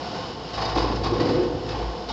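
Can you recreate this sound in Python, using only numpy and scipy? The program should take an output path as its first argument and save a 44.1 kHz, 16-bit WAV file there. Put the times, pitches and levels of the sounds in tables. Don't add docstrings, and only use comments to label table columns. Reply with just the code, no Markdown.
import sys
import numpy as np
from scipy import signal
from scipy.fft import rfft, irfft
from scipy.io import wavfile
from scipy.ndimage import uniform_filter1d

SR = 44100
rng = np.random.default_rng(int(sys.argv[2]) if len(sys.argv) > 2 else 0)


def natural_amplitude(level_db):
    exponent = np.asarray(level_db, float) / 20
    return 10 ** exponent


def pcm_store(signal):
    levels = np.round(np.clip(np.atleast_2d(signal), -1, 1) * 32767)
    wavfile.write(sys.argv[1], SR, levels.astype(np.int16).T)


N = 93800


def rms_one(x):
    return x / np.sqrt(np.mean(x ** 2) + 1e-20)


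def in_time(rows):
    return np.interp(np.arange(N) / SR, *np.transpose(rows))


def colour(x, points, peaks=()):
    hz = np.maximum(np.fft.rfftfreq(N, 1 / SR), 1)
    point_hz, point_db = np.transpose(points)
    db = np.interp(np.log(hz), np.log(point_hz), point_db)
    for peak_hz, width_hz, peak_db in peaks:
        db = db + peak_db / (1 + (2 * (hz - peak_hz) / width_hz) ** 2)
    return irfft(rfft(x) * natural_amplitude(db), N)


def drift(rate_hz):
    r = np.exp(-80 * np.pi * rate_hz / SR)
    noise = rng.standard_normal(N // 40 + 2002)
    slow = signal.lfilter([1], [1, -2 * r, r * r], noise)[2000:]
    return np.interp(np.arange(N) / 40, np.arange(len(slow)), rms_one(slow - slow.mean()))


def resonance(x, hz, width_hz):
    r = np.exp(-np.pi * max(width_hz, 1) / SR)
    feed = np.array([1, 0, -1]) * (1 - r * r) / 2
    back = [1, -2 * r * np.cos(2 * np.pi * hz / SR), r * r]
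    return signal.lfilter(feed, back, x + 1e-18)


def grains(per_s, spread_db):
    size_db = spread_db * np.minimum(rng.exponential(1, N), 4)
    sizes = natural_amplitude(size_db) * rng.choice([-1, 1], N)
    return rms_one(sizes * (rng.random(N) < per_s / SR))


# time_s, firing_hz
FIRING = [
    (0, 70.5),
    (.25, 64.1),
    (.5, 56),
    (.8, 55.9),
    (2.13, 56),
]
CYLINDER_DB = [-6.5, -5, -1.5, -1, 0, -1.5]
# freq_hz, density_db_per_hz
ENGINE_SPECTRUM = [(30, -43.5), (60, -9.5), (130, -8), (360, -7.5), (708, -7.5), (1660, -23), (2300, -25.5),
                   (5200, -20.5)]
# freq_hz, width_hz, gain_db
ENGINE_PEAKS = [(161.7, 34, 4.5), (514, 36, 5.5), (718, 25, 8), (894, 41, 6.5), (1075, 40, 10.5),
                (1493, 50, 7), (2964, 200, 6), (585, 45, -12), (5340, 36, 4)]


def engine():
    roar_db, rev_db_per_hz, exhaust_db = -31, 0.21, -56
    knock_share = 0.083
    firing_hz = in_time(FIRING)
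    turns = np.cumsum(firing_hz) / SR
    cylinder = turns.astype(int) % 6
    knock = natural_amplitude(np.array(CYLINDER_DB))[cylinder] * np.exp(-3.0 * (turns % 1))
    pulse = 1 - knock_share + knock_share * rms_one(knock)
    roar = colour(rng.standard_normal(N) * pulse, ENGINE_SPECTRUM, ENGINE_PEAKS)

    low = signal.sosfilt(signal.butter(2, 1400, fs=SR, output="sos"), roar)
    high = roar - low
    roar = low * natural_amplitude(drift(3.6)) + high * natural_amplitude(drift(3.2))

    first = np.sin(2 * np.pi * turns) * natural_amplitude(7.5 * drift(2.5))
    second = 0.5 * np.sin(4 * np.pi * turns + 1) * natural_amplitude(4.3 * drift(1.7))
    rev_db = rev_db_per_hz * (firing_hz - np.min(FIRING, axis=0)[1])
    return natural_amplitude(roar_db + rev_db) * rms_one(roar) + natural_amplitude(exhaust_db) * (first + second)


# time_s, level_db
PANEL = [(0.3, -52), (0.492, -50), (0.574, -36.5), (0.66, -39.5), (0.782, -27), (1.148, -33.5),
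         (1.184, -32), (1.21, -55), (1.302, -36), (1.356, -37), (1.398, -37), (1.612, -40), (1.866, -26.5),
         (1.916, -31.5), (1.958, -51), (2.127, -35.5)]


def panel():
    mode_hz, wander_hz, rough_share = 55.5, .6, .15
    phase = 2 * np.pi * np.cumsum(mode_hz + wander_hz * drift(12)) / SR
    rough = rms_one(resonance(rng.standard_normal(N), mode_hz, 48.0))
    return natural_amplitude(in_time(PANEL)) * (np.sqrt(2) * np.sin(phase) + rough_share * rough)


def driven_mode(rows, hz, width_hz, db):
    ring = resonance(resonance(rng.standard_normal(N), hz, width_hz), hz, width_hz)
    ring = rms_one(ring)
    ring = ring / np.sqrt(0.15 + uniform_filter1d(ring ** 2, size=1500))
    rows = [(rows[0][0] - .05, -70)] + list(rows) + [(rows[-1][0] + .05, -70)]
    return natural_amplitude(in_time(rows) + db) * rms_one(ring)


# time_s, level_db
BOOM = [
    (0.55, -37),
    (0.612, -36),
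    (1.282, -28),
    (1.52, -41.5),
    (1.554, -25.5),
    (1.59, -40),
    (1.742, -33.5),
    (1.782, -35.5),
    (1.9, -37),
]


def panel_boom():
    return driven_mode(BOOM, hz=106, width_hz=33.6, db=-1.5)


# time_s, level_db
GROAN = [
    (1.05, -50),
    (1.078, -51),
    (1.132, -18.5),
    (1.194, -58),
    (1.228, -27),
    (1.362, -27.5),
    (1.398, -19.5),
    (1.604, -37),
    (1.7, -33.5),
]


def hopper_groan():
    lower = driven_mode(GROAN, hz=357.3, width_hz=17, db=-2.5)
    upper = driven_mode(LANDING, hz=490, width_hz=17, db=-12)
    return lower + upper


# time_s, level_db
LANDING = [(0.5, -41.5), (0.524, -48), (0.624, -30), (0.738, -43.5), (0.762, -23.5), (0.83, -26.5),
           (0.876, -28.5), (1.064, -29), (1.234, -19), (1.426, -27.5), (1.556, -32.5), (1.828, -31.5),
           (1.924, -46), (1.944, -26.5), (1.986, -42), (2.0, -55)]
# freq_hz, level_db, t60_s
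HOPPER_MODES = [(157.2, -10.5, 0.18), (210.2, -12, 0.28), (248.1, -6.5, 0.14), (292, -3.5, 0.18),
                (335, -0.5, 0.2), (393.6, -6, .12), (444, -4, 0.29), (481.6, -4.5, 0.17),
                (508.6, -5.5, 0.21), (538, -9.5, 0.071), (700, -22, 0.14)]


def hopper():
    landings_per_s, level_db, floor_db = 270, -2.5, -38.0
    power = natural_amplitude(2 * in_time(LANDING)) - natural_amplitude(2 * floor_db)
    push = np.sqrt(np.maximum(power, 1e-9))
    out = 0
    for hz, db, t60_s in HOPPER_MODES:
        hits = grains(landings_per_s, spread_db=3.5) * push
        width_hz = 2.16 / t60_s
        out = out + natural_amplitude(db) * resonance(hits, hz, width_hz) * np.sqrt(SR / width_hz)
    return natural_amplitude(level_db - 10.5) * out


# start_s, pitch_hz, peak_db,
# t60_s
CLINKS = [(.540, 2970, -34.5, 0.11), (.542, 5190, -34, 0.055), (0.584, 1120, -39, 0.084),
          (.616, 4460, -26, 0.067), (.618, 5000, -34, 0.053), (.650, 4944, -16.5, 0.033),
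          (.652, 4450, -27, 0.044), (.655, 3700, -27, 0.071), (.773, 3700, -21, 0.04),
          (.778, 2530, -27, 0.033), (.762, 298.4, -21, 0.19), (.822, 5100, -28, 0.05),
          (.953, 5190, -31, 0.056), (1.05, 3700, -30.5, 0.069), (1.06, 1133, -23, 0.07),
          (1.135, 5670, -23.5, 0.04), (1.200, 1952, -28.5, 0.08), (1.201, 4520, -27, 0.064),
          (1.202, 3000, -29, 0.053), (.765, 448, -23.5, 0.16), (1.69, 1900, -42, 0.087),
          (1.745, 830, -23, 0.063), (2.092, 3700, -27.5, 0.067), (2.10, 846, -26, 0.11)]


def clinks():
    rise_s = .004
    start_s, pitch_hz, peak_db, t60_s = np.transpose(CLINKS)[:, :, None]
    age_s = np.maximum(np.arange(N) / SR - start_s, 0)
    phase = 2 * np.pi * pitch_hz * age_s
    pair = np.sin(phase) + 0.46 * np.sin(1.017 * phase + 1)
    envelope = natural_amplitude(peak_db - 60 * age_s / t60_s) * np.minimum(age_s / rise_s, 1)
    return np.sum(envelope * pair, axis=0)


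# start_s, bright_db, dull_db, t60_s
CLATTER = [(0.5347, -24.5, -32.5, 0.37), (0.5752, -26, -22.5, 0.37), (0.614, -20.5, -22.5, 0.25),
           (0.6505, -19, -38, 0.15), (0.6894, -24, -46, 0.25), (0.7574, -20.5, -20, 0.083),
           (0.7741, -18, -18, 0.29), (0.8182, -21.5, -21.5, 0.15), (0.87, -40, -41, 0.25),
           (0.9533, -26, -29, 0.13), (1.037, -21, -22, 0.29), (1.064, -23, -26, 0.14),
           (1.134, -36, -30.5, 0.75), (1.1987, -23, -24, 0.29), (1.2507, -24.5, -24, 0.23),
           (1.288, -24.5, -29.5, 0.3), (1.4275, -28, -37, 0.21), (1.666, -34.5, -48, 0.23),
           (1.6858, -24, -32, 0.28), (1.719, -29, -29.5, 0.15), (1.7453, -31, -30, 0.39),
           (2.0872, -22.5, -31.5, 0.33)]
# freq_hz, width_hz, level_db
BIN_WALL = [(347, 180, -4.5), (452, 89, -10.5), (762, 107, 2), (830, 150, -3.5), (880, 100, -4.5),
            (1064, 60, -3.5), (1132, 24, -7), (1432, 43, -15)]
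# freq_hz, width_hz, level_db
FITTINGS = [(1806, 200, -8.5), (2250, 220, -17.5), (2592, 50, -9), (2960, 55, -9), (3350, 43, -8.5),
            (3770, 83, -9), (4060, 73, -6.5), (4645, 330, -2), (5030, 33, -7), (5400, 450, -7.5),
            (6070, 77, -4), (7200, 650, -3.5)]
# freq_hz, density_db_per_hz
CRUNCH = [(700, -37), (1300, 5), (2200, -1), (3200, -3), (5000, 5), (7500, 5.5)]


def clatter():
    attack_s, bright_faster = .011, 1.18
    bright_gain_db, dull_gain_db, crunch_db, strike_spread_db = -7, -0.5, 3, 2.5
    modes = BIN_WALL + FITTINGS
    strike = rng.uniform(-2.36, 0.74, (len(CLATTER), len(modes)))
    strike_db = strike_spread_db * strike
    start_s, bright_db, dull_db, t60_s = np.transpose(CLATTER)[:, :, None]
    bright_db = bright_db[:, 0] + bright_gain_db
    dull_db = dull_db[:, 0] + dull_gain_db

    age_s = np.arange(N) / SR - start_s
    decay_db = -2 * 60 * np.maximum(age_s, 0) / t60_s
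    dull_power = np.clip(age_s / attack_s + .5, 0, 1) ** 2 * natural_amplitude(decay_db)
    bright_power = dull_power * natural_amplitude((bright_faster - 1) * decay_db)

    out = 0
    for k, (hz, width_hz, db) in enumerate(modes):
        if k < len(BIN_WALL):
            level_db, power = dull_db, dull_power
        else:
            level_db, power = bright_db, bright_power
        envelope = np.sqrt(natural_amplitude(2 * (level_db + strike_db[:, k])) @ power)
        hits = grains(800, spread_db=2.5) * envelope
        out = out + natural_amplitude(db - 11) * resonance(hits, hz, width_hz) * np.sqrt(SR / width_hz)

    envelope = np.sqrt(natural_amplitude(2 * bright_db) @ bright_power)
    crunch = rms_one(colour(grains(3000, spread_db=2.5), CRUNCH))
    return out + natural_amplitude(crunch_db) * crunch * envelope


# delay_s, level_db
ECHOES = [(.023, -8.5), (.041, -16), (.067, -5.5), (.098, -6), (.14, -7)]


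def car_park(x):
    dull, out = signal.lfilter([.4], [1, -.6], x), x.copy()
    for delay_s, db in ECHOES:
        lag = int(delay_s * SR)
        out[lag:] += natural_amplitude(db) * dull[:N - lag]
    return out


def scene():
    truck = engine() + panel()
    plates = panel_boom() + hopper_groan()
    load = hopper() + clinks() + clatter()
    return (truck + plates + car_park(load))[None]


def low_pass(x):
    return signal.sosfilt(signal.butter(12, 8780, fs=SR, output="sos"), x)


# freq_hz, gain_db
MIC_TOP = [(5300, -0.5), (5700, -11), (7200, -19), (7700, -29), (8500, -41.5), (8900, -38), (9150, -75)]


def record(dry):
    bass_cut = signal.butter(4, 44, "high", fs=SR, output="sos")
    mix = signal.sosfilt(bass_cut, colour(dry[0], MIC_TOP))
    return low_pass(mix[None])


dry = scene()
out = record(dry)
pcm_store(out)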